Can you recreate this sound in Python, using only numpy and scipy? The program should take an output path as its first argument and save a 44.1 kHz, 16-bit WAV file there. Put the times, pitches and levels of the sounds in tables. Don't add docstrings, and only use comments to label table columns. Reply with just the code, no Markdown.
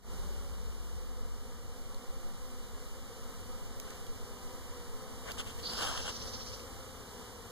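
import sys
import numpy as np
from scipy import signal
from scipy.fft import rfft, irfft, next_fast_len
from scipy.io import wavfile
from scipy.ndimage import map_coordinates

SR = 44100
rng = np.random.default_rng(int(sys.argv[2]) if len(sys.argv) > 2 else 0)


def file_out(sig):
    cols = np.atleast_2d(sig).T
    lim = np.clip(cols, -1, 1)
    pcm = np.round(lim * 32767).astype(np.int16)
    wavfile.write(sys.argv[1], SR, pcm)


N = 331191
T = np.arange(N) / SR

# f/Hz, density/dB
AIR_SPECTRUM = [(60, -120), (110, -8), (140, 13), (175, 12), (310, 9.5), (600, -2), (1200, 4), (2000, -4),
                (2350, -2.5), (2650, -20.5), (2900, 2.5), (3300, -2.5), (4500, -2), (6300, -1.5),
                (9000, -3.5), (10500, -4.5), (16000, -9.5)]
# f/Hz, left-right/dB
AIR_BALANCE = [(60, 2), (200, 6.5), (600, 6), (2500, -5), (5000, -6.5), (10000, -4), (15000, -4)]
# f/Hz, density/dB
LOW_FIRST = [(12, -120), (20, -10), (45, -2.5), (75, -3.5), (100, -16.5), (130, -22.5), (180, -17),
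             (215, -16), (300, -120)]
# f/Hz, density/dB
LOW_RISEN = [(12, -120), (20, -12), (45, -5.5), (85, -7), (112, -7), (140, -26.5), (250, -120)]
# f/Hz, density/dB
SHAKE_SPECTRUM = [(1, 0), (11, -1), (16, -5), (26, -10), (40, -16), (80, -24), (134, -32), (300, -44),
                  (600, -120)]
# t/s, ring level/dB, ring f/Hz, left-right/dB
TWIG_TICKS = [(1.945, -50, 4340, -18), (3.7986, -35.5, 6420, -9), (3.904, -47, 6170, -19),
              (4.066, -43, 3200, -3), (5.318, -39, 4640, -18), (5.848, -37, 3700, 2)]
# t/s, dull rub/dB, bright rub/dB, broad hiss/dB
LONG_STROKE = [(5.66, -64, -60, -59), (5.734, -49, -50, -46), (5.768, -54, -50, -52), (5.79, -44, -44, -46),
               (5.846, -41, -40.5, -46), (5.89, -43, -42.5, -50), (5.95, -46, -46.5, -57),
               (5.99, -46, -43.5, -59), (6.04, -56, -51.5, -60), (6.065, -45, -43, -65),
               (6.098, -44.5, -42.5, -59), (6.12, -71, -59, -58), (6.22, -73, -61, -64),
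               (6.36, -80, -72, -69)]
# t/s, Gaussian 1/e half-width/s, dull rub/dB, bright rub/dB
SHORT_BRUSHES = [(3.91, 0.072, -57.5, -61), (5.284, 0.023, -46, -54), (5.297, 0.0095, -48.5, -53),
                 (5.313, 0.0074, -54, -48), (5.374, 0.004, -49, -59), (5.39, 0.0086, -54, -42),
                 (5.403, 0.0099, -49, -44.5), (5.416, 0.0065, -58, -51), (5.489, 0.034, -56, -50.5),
                 (5.6, 0.0097, -54.5, -50)]
# f/Hz, density/dB
STROKE_DULL = [(150, -120), (300, 1.5), (600, 4), (1200, 5.5), (1600, 3.5), (2000, -9), (2350, -13),
               (2550, -32), (4000, -120)]
# f/Hz, density/dB
BRUSH_DULL = [(200, -120), (400, 8), (800, -2.5), (1500, 1), (2100, -4), (2400, -4), (2700, -30),
              (4000, -120)]
# f/Hz, density/dB
RUB_BRIGHT = [(1800, -120), (2100, -22), (2530, -18), (2720, -2.5), (3200, -4), (3900, -15), (5000, -15),
              (7000, -13.5), (10000, -19), (16000, -41)]
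# f/Hz, density/dB
HOARSE_SPECTRUM = [(2450, -120), (2600, -17), (2800, 5), (3300, 5), (4500, 9), (6500, 0), (8000, -120)]
THROB_SWELLS = [3, 3, 6, 6, 1, 2, 3, 4, 5.5, 4.5, 3.5, 5, 6, 7, 6, 1]
# (far drone, plus handling from 5.3 s)
SWARM_LEVELS = [(0, -50.5, -43), (.3, -52, -45.5), (.8, -54.5, -49.5), (1.4, -54.5, -50.5), (2, -53.5, -54),
                (2.7, -53.5, -53), (3.6, -52, -53), (4.2, -52, -52.5), (5.1, -52, -54), (5.35, -50, -48),
                (5.9, -49, -50), (6.25, -50, -48.5), (6.6, -51.5, -50), (7, -51.5, -51),
                (7.51, -51.5, -53.5)]
# multiple of the wing rate/1, level/dB (relative)
WING_HARMONICS = [(1, 2), (2, 2.5), (3, -8), (4, -10), (5, -9.5), (6, -52), (7, -20.5), (8, -14)]
# share of bees below/1, f/Hz
WING_RATES = [(0, 165), (.1, 192), (.28, 222), (.6, 243), (.9, 260), (1, 282)]
# f/Hz, share of the other side taken out/1
CROSS_SHARE = [(20, .4), (150, .5), (500, .75), (1300, .95), (2650, 1), (4000, .76), (5500, .42),
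               (9000, .3), (15000, .17)]

HISS_DB, HISS_FOLLOWS = -53.5, 0.91
LOW_RISES_S = 5.9
SHAKE_DB, SHAKE_SWAY_DB, STEADY_FROM_S, CALM_DB_PER_S = -44.5, 1.5, 5.5, 7
HUM_HZ, HUM_AMPLITUDE_DB, HUM_ENDS_S, HUM_RELEASE_S = 46.8, -41, 1.39, .03
RING_T60_S, CRACK_T60_S, TICK_RISE_S, CRACK_OVER_RING_DB = .016, .016, .0003, 4
CALL_S, CALL_ENDS_S, CALL_ATTACK_S, CALL_RELEASE_S = 5.62, 6.7, 0.043, 0.16
CALL_DB, ACCENT_DB, ACCENT_S, SAG_DB_PER_S = -47, 6, 0.081, 8.5
CENTRE_HZ, WIDTH_HZ, CLIMB_S = (4490, 5420), (650, 2100), 0.16
HOARSE_DB, HOARSE_EXTRA_DB = -6, 2.3
RATTLE_S, THROB_SPACING_S = 5.633, .0637
THROB_PEAK_S, THROB_WIDTH_S = 0.016, 0.018
SLIP_DB, SLIP_PEAK_S, SLIP_WIDTH_S = -55.5, .013, 0.012
TOP_HZ = 15550


def amp(db):
    return 10 ** (np.asarray(db) / 20)


def unit(x):
    return x / np.sqrt(np.mean(np.abs(x) ** 2) + 1e-20)


def along(points, hz):
    f, v = np.transpose(points)
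    return np.interp(np.log(hz + 1), np.log(f + 1), v)


def curves(rows):
    s, *cols = np.transpose(rows)
    gate = np.clip(np.minimum(T - s[0], s[-1] - T) / 0.013, 0, 1)
    return [np.interp(T, s, c) for c in cols] + [gate]


def held(start_s, end_s, attack_s, release_s):
    return np.clip(np.minimum((T - start_s) / attack_s, (end_s - T) / release_s), 0, 1)


def wobble(rate_hz, t=T, count=1):
    knots = rng.standard_normal((count, int(t[-1] * rate_hz) + 4))
    return np.array([map_coordinates(k, [t * rate_hz], order=2) for k in knots])


def filtered(x, response):
    m = next_fast_len(N + 8192)
    return irfft(rfft(x, m) * response(np.fft.rfftfreq(m, 1 / SR)), m)[..., :N]


def noise(spectrum, alike_hz):
    def shape(hz):
        turn = np.arccos(np.exp(-(hz / alike_hz) ** 2)) / 2
        return amp(along(spectrum, hz)) * [np.cos(turn), np.sin(turn)]

    both, apart = filtered(rng.standard_normal((2, N)), shape)
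    return unit(np.array([both + apart, both - apart]))


def air_hiss():
    bees_db = curves(SWARM_LEVELS)[0]
    breeze_db = HISS_FOLLOWS * (bees_db - bees_db.mean()) + .5 * wobble(7.3)
    balance = lambda hz: amp(along(AIR_BALANCE, hz) * [[.5], [-.5]])
    hiss = filtered(noise(AIR_SPECTRUM, alike_hz=1110), balance)
    return amp(HISS_DB + breeze_db) * hiss


def low_rumble():
    low_db = curves(SWARM_LEVELS)[1]
    risen = np.clip(T / LOW_RISES_S, 0, 1) * np.pi / 2
    first = np.cos(risen) * noise(LOW_FIRST, alike_hz=307)
    last = np.sin(risen) * noise(LOW_RISEN, alike_hz=315)
    return amp(low_db) * (first + last) * amp([[2], [-1]])


def hand_shake():
    calm_db = CALM_DB_PER_S * np.maximum(T - STEADY_FROM_S, 0)
    shake_db = SHAKE_DB + SHAKE_SWAY_DB * wobble(1.5) - calm_db
    return amp(shake_db) * noise(SHAKE_SPECTRUM, alike_hz=2000) * [[.74], [-.68]]


def body_hum():
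    gate = held(0, HUM_ENDS_S, .06, HUM_RELEASE_S)
    hum = amp(HUM_AMPLITUDE_DB + .8 * wobble(4)[0]) * gate * np.sin(2 * np.pi * HUM_HZ * T)
    return hum * [[1.1], [-.9]]


def twigs():
    out = np.zeros((2, N + SR))
    t = np.arange(SR // 40) / SR
    for s, db, hz, pan_db in TWIG_TICKS:
        ring = np.sin(2 * np.pi * hz * t) * amp(-60 * t / RING_T60_S)
        crack = rng.standard_normal((2, len(t))) * amp(CRACK_OVER_RING_DB - 60 * t / CRACK_T60_S)
        gains = amp(db + np.array([[pan_db], [-pan_db]]) / 2)
        out[:, round(s * SR):][:, :len(t)] += gains * (ring + crack) * (1 - np.exp(-t / TICK_RISE_S))
    wood = lambda hz: 1 / (1 + 1j * hz / 12000) ** 2 / (1 - 1j * 2800 / (hz + 1)) ** 2
    return filtered(out[:, :N], wood)


def sleeve():
    dull_db, bright_db, hiss_db, gate = curves(LONG_STROKE)
    dull, crease, bright = gate * amp(dull_db), 0, gate * amp(bright_db)
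    for s, width_s, low_db, high_db in SHORT_BRUSHES:
        swell = np.exp(-((T - s) / width_s) ** 2)
        crease = crease + amp(low_db) * swell
        bright = bright + amp(high_db) * swell
    slips = unit(amp(1.7 * wobble(400) + .7 * wobble(40)))
    rub = dull * noise(STROKE_DULL, alike_hz=444)
    rub += crease * noise(BRUSH_DULL, alike_hz=447)
    rub += bright * noise(RUB_BRIGHT, alike_hz=3240)
    hiss = gate * amp(hiss_db) * noise(AIR_SPECTRUM, alike_hz=970)
    return slips * (rub * amp([[2], [-5]]) + hiss)


def throbs():
    since_s = np.clip(T - RATTLE_S, 0, len(THROB_SWELLS) * THROB_SPACING_S)
    k, t = np.divmod(since_s, THROB_SPACING_S)
    return k.astype(int), t


def bird_rasp():
    since = np.maximum(T - CALL_S, 0)
    opened = 1 - np.exp(-(since / CLIMB_S) ** 2)
    centre_hz, width_hz = (a + (b - a) * opened for a, b in (CENTRE_HZ, WIDTH_HZ))
    knots = np.cumsum(width_hz) / SR
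    grain = rng.standard_normal((2, 2, 30000))
    swing = np.array([[map_coordinates(g, [knots], order=1) for g in mic] for mic in grain])
    turn = 2 * np.pi * np.cumsum(centre_hz) / SR
    tonal = unit(swing[:, 0] * np.cos(turn) + swing[:, 1] * np.sin(turn))
    hoarse_db = HOARSE_DB + HOARSE_EXTRA_DB * (1 - opened)
    rasp = tonal + amp(hoarse_db) * noise(HOARSE_SPECTRUM, alike_hz=3000)
    k, t = throbs()
    swell_db = np.append(THROB_SWELLS, 0)[k] * (t > 0)
    throb_db = swell_db * np.exp(-((t - THROB_PEAK_S) / THROB_WIDTH_S) ** 2)
    db = CALL_DB + ACCENT_DB * np.exp(-(since / ACCENT_S) ** 2) - SAG_DB_PER_S * since
    db = db + throb_db * opened + 1.3 * wobble(60)
    gate = held(CALL_S, CALL_ENDS_S, CALL_ATTACK_S, CALL_RELEASE_S)
    return gate * amp(db) * rasp * amp([[-2], [2]])


def bird_rattle():
    k, t = throbs()
    size = np.append(rng.uniform(.8, 1.2, len(THROB_SWELLS)), 0)[k] * (t > 0)
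    phase = 2 * np.pi * (1900 * t + 32000 * t * t)
    swell = np.exp(-((t - SLIP_PEAK_S) / SLIP_WIDTH_S) ** 2)
    slip = amp(SLIP_DB) * size * swell * (np.sin(phase) + .8 * np.sin(2 * phase))
    return slip * amp(2.5 * wobble(300)) * [[.6], [-.6]]


def bees(count=60, step=8):
    t = T[::step]
    rank = (np.arange(count)[:, None] + rng.random((count, 1))) / count
    beat_hz = np.interp(rank, *np.transpose(WING_RATES)) * (1 + .025 * wobble(3.5, t, count))
    near = amp(5 * wobble(4, t, count))
    lead_s = 0.00012 * rng.standard_normal((count, 1))
    turns = np.cumsum(beat_hz, axis=1) * step / SR + rng.random((count, 1))
    cycle = np.arange(1024) / 1024
    stroke = sum(amp(db) * np.sin(2 * np.pi * round(k) * cycle + k * k) for k, db in WING_HARMONICS)
    heard = []
    for side in (1, -1):
        side_turns = turns + side * beat_hz * lead_s / 2
        heard.append(np.sum(near * stroke[(side_turns * 1024).astype(int) % 1024], axis=0))
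    swarm = unit(signal.resample_poly(heard, step, 1, axis=1)[:, :N])
    return amp(curves(SWARM_LEVELS)[0]) * swarm


def scene():
    background = air_hiss() + low_rumble() + hand_shake() + body_hum()
    return background + twigs() + sleeve() + bird_rasp() + bird_rattle() + bees()


def record(dry):
    def late(hz):
        lag_rad = 2 * np.pi * hz / 2980 + 1.27 * np.tanh(hz / 4450)
        return along(CROSS_SHARE, hz) * np.exp(-1j * lag_rad)

    wide = (dry - filtered(dry[::-1], late)) * np.clip(T / 0.13, .15, 1)
    return filtered(wide, lambda hz: hz < TOP_HZ)


dry = scene()
out = record(dry)
file_out(out)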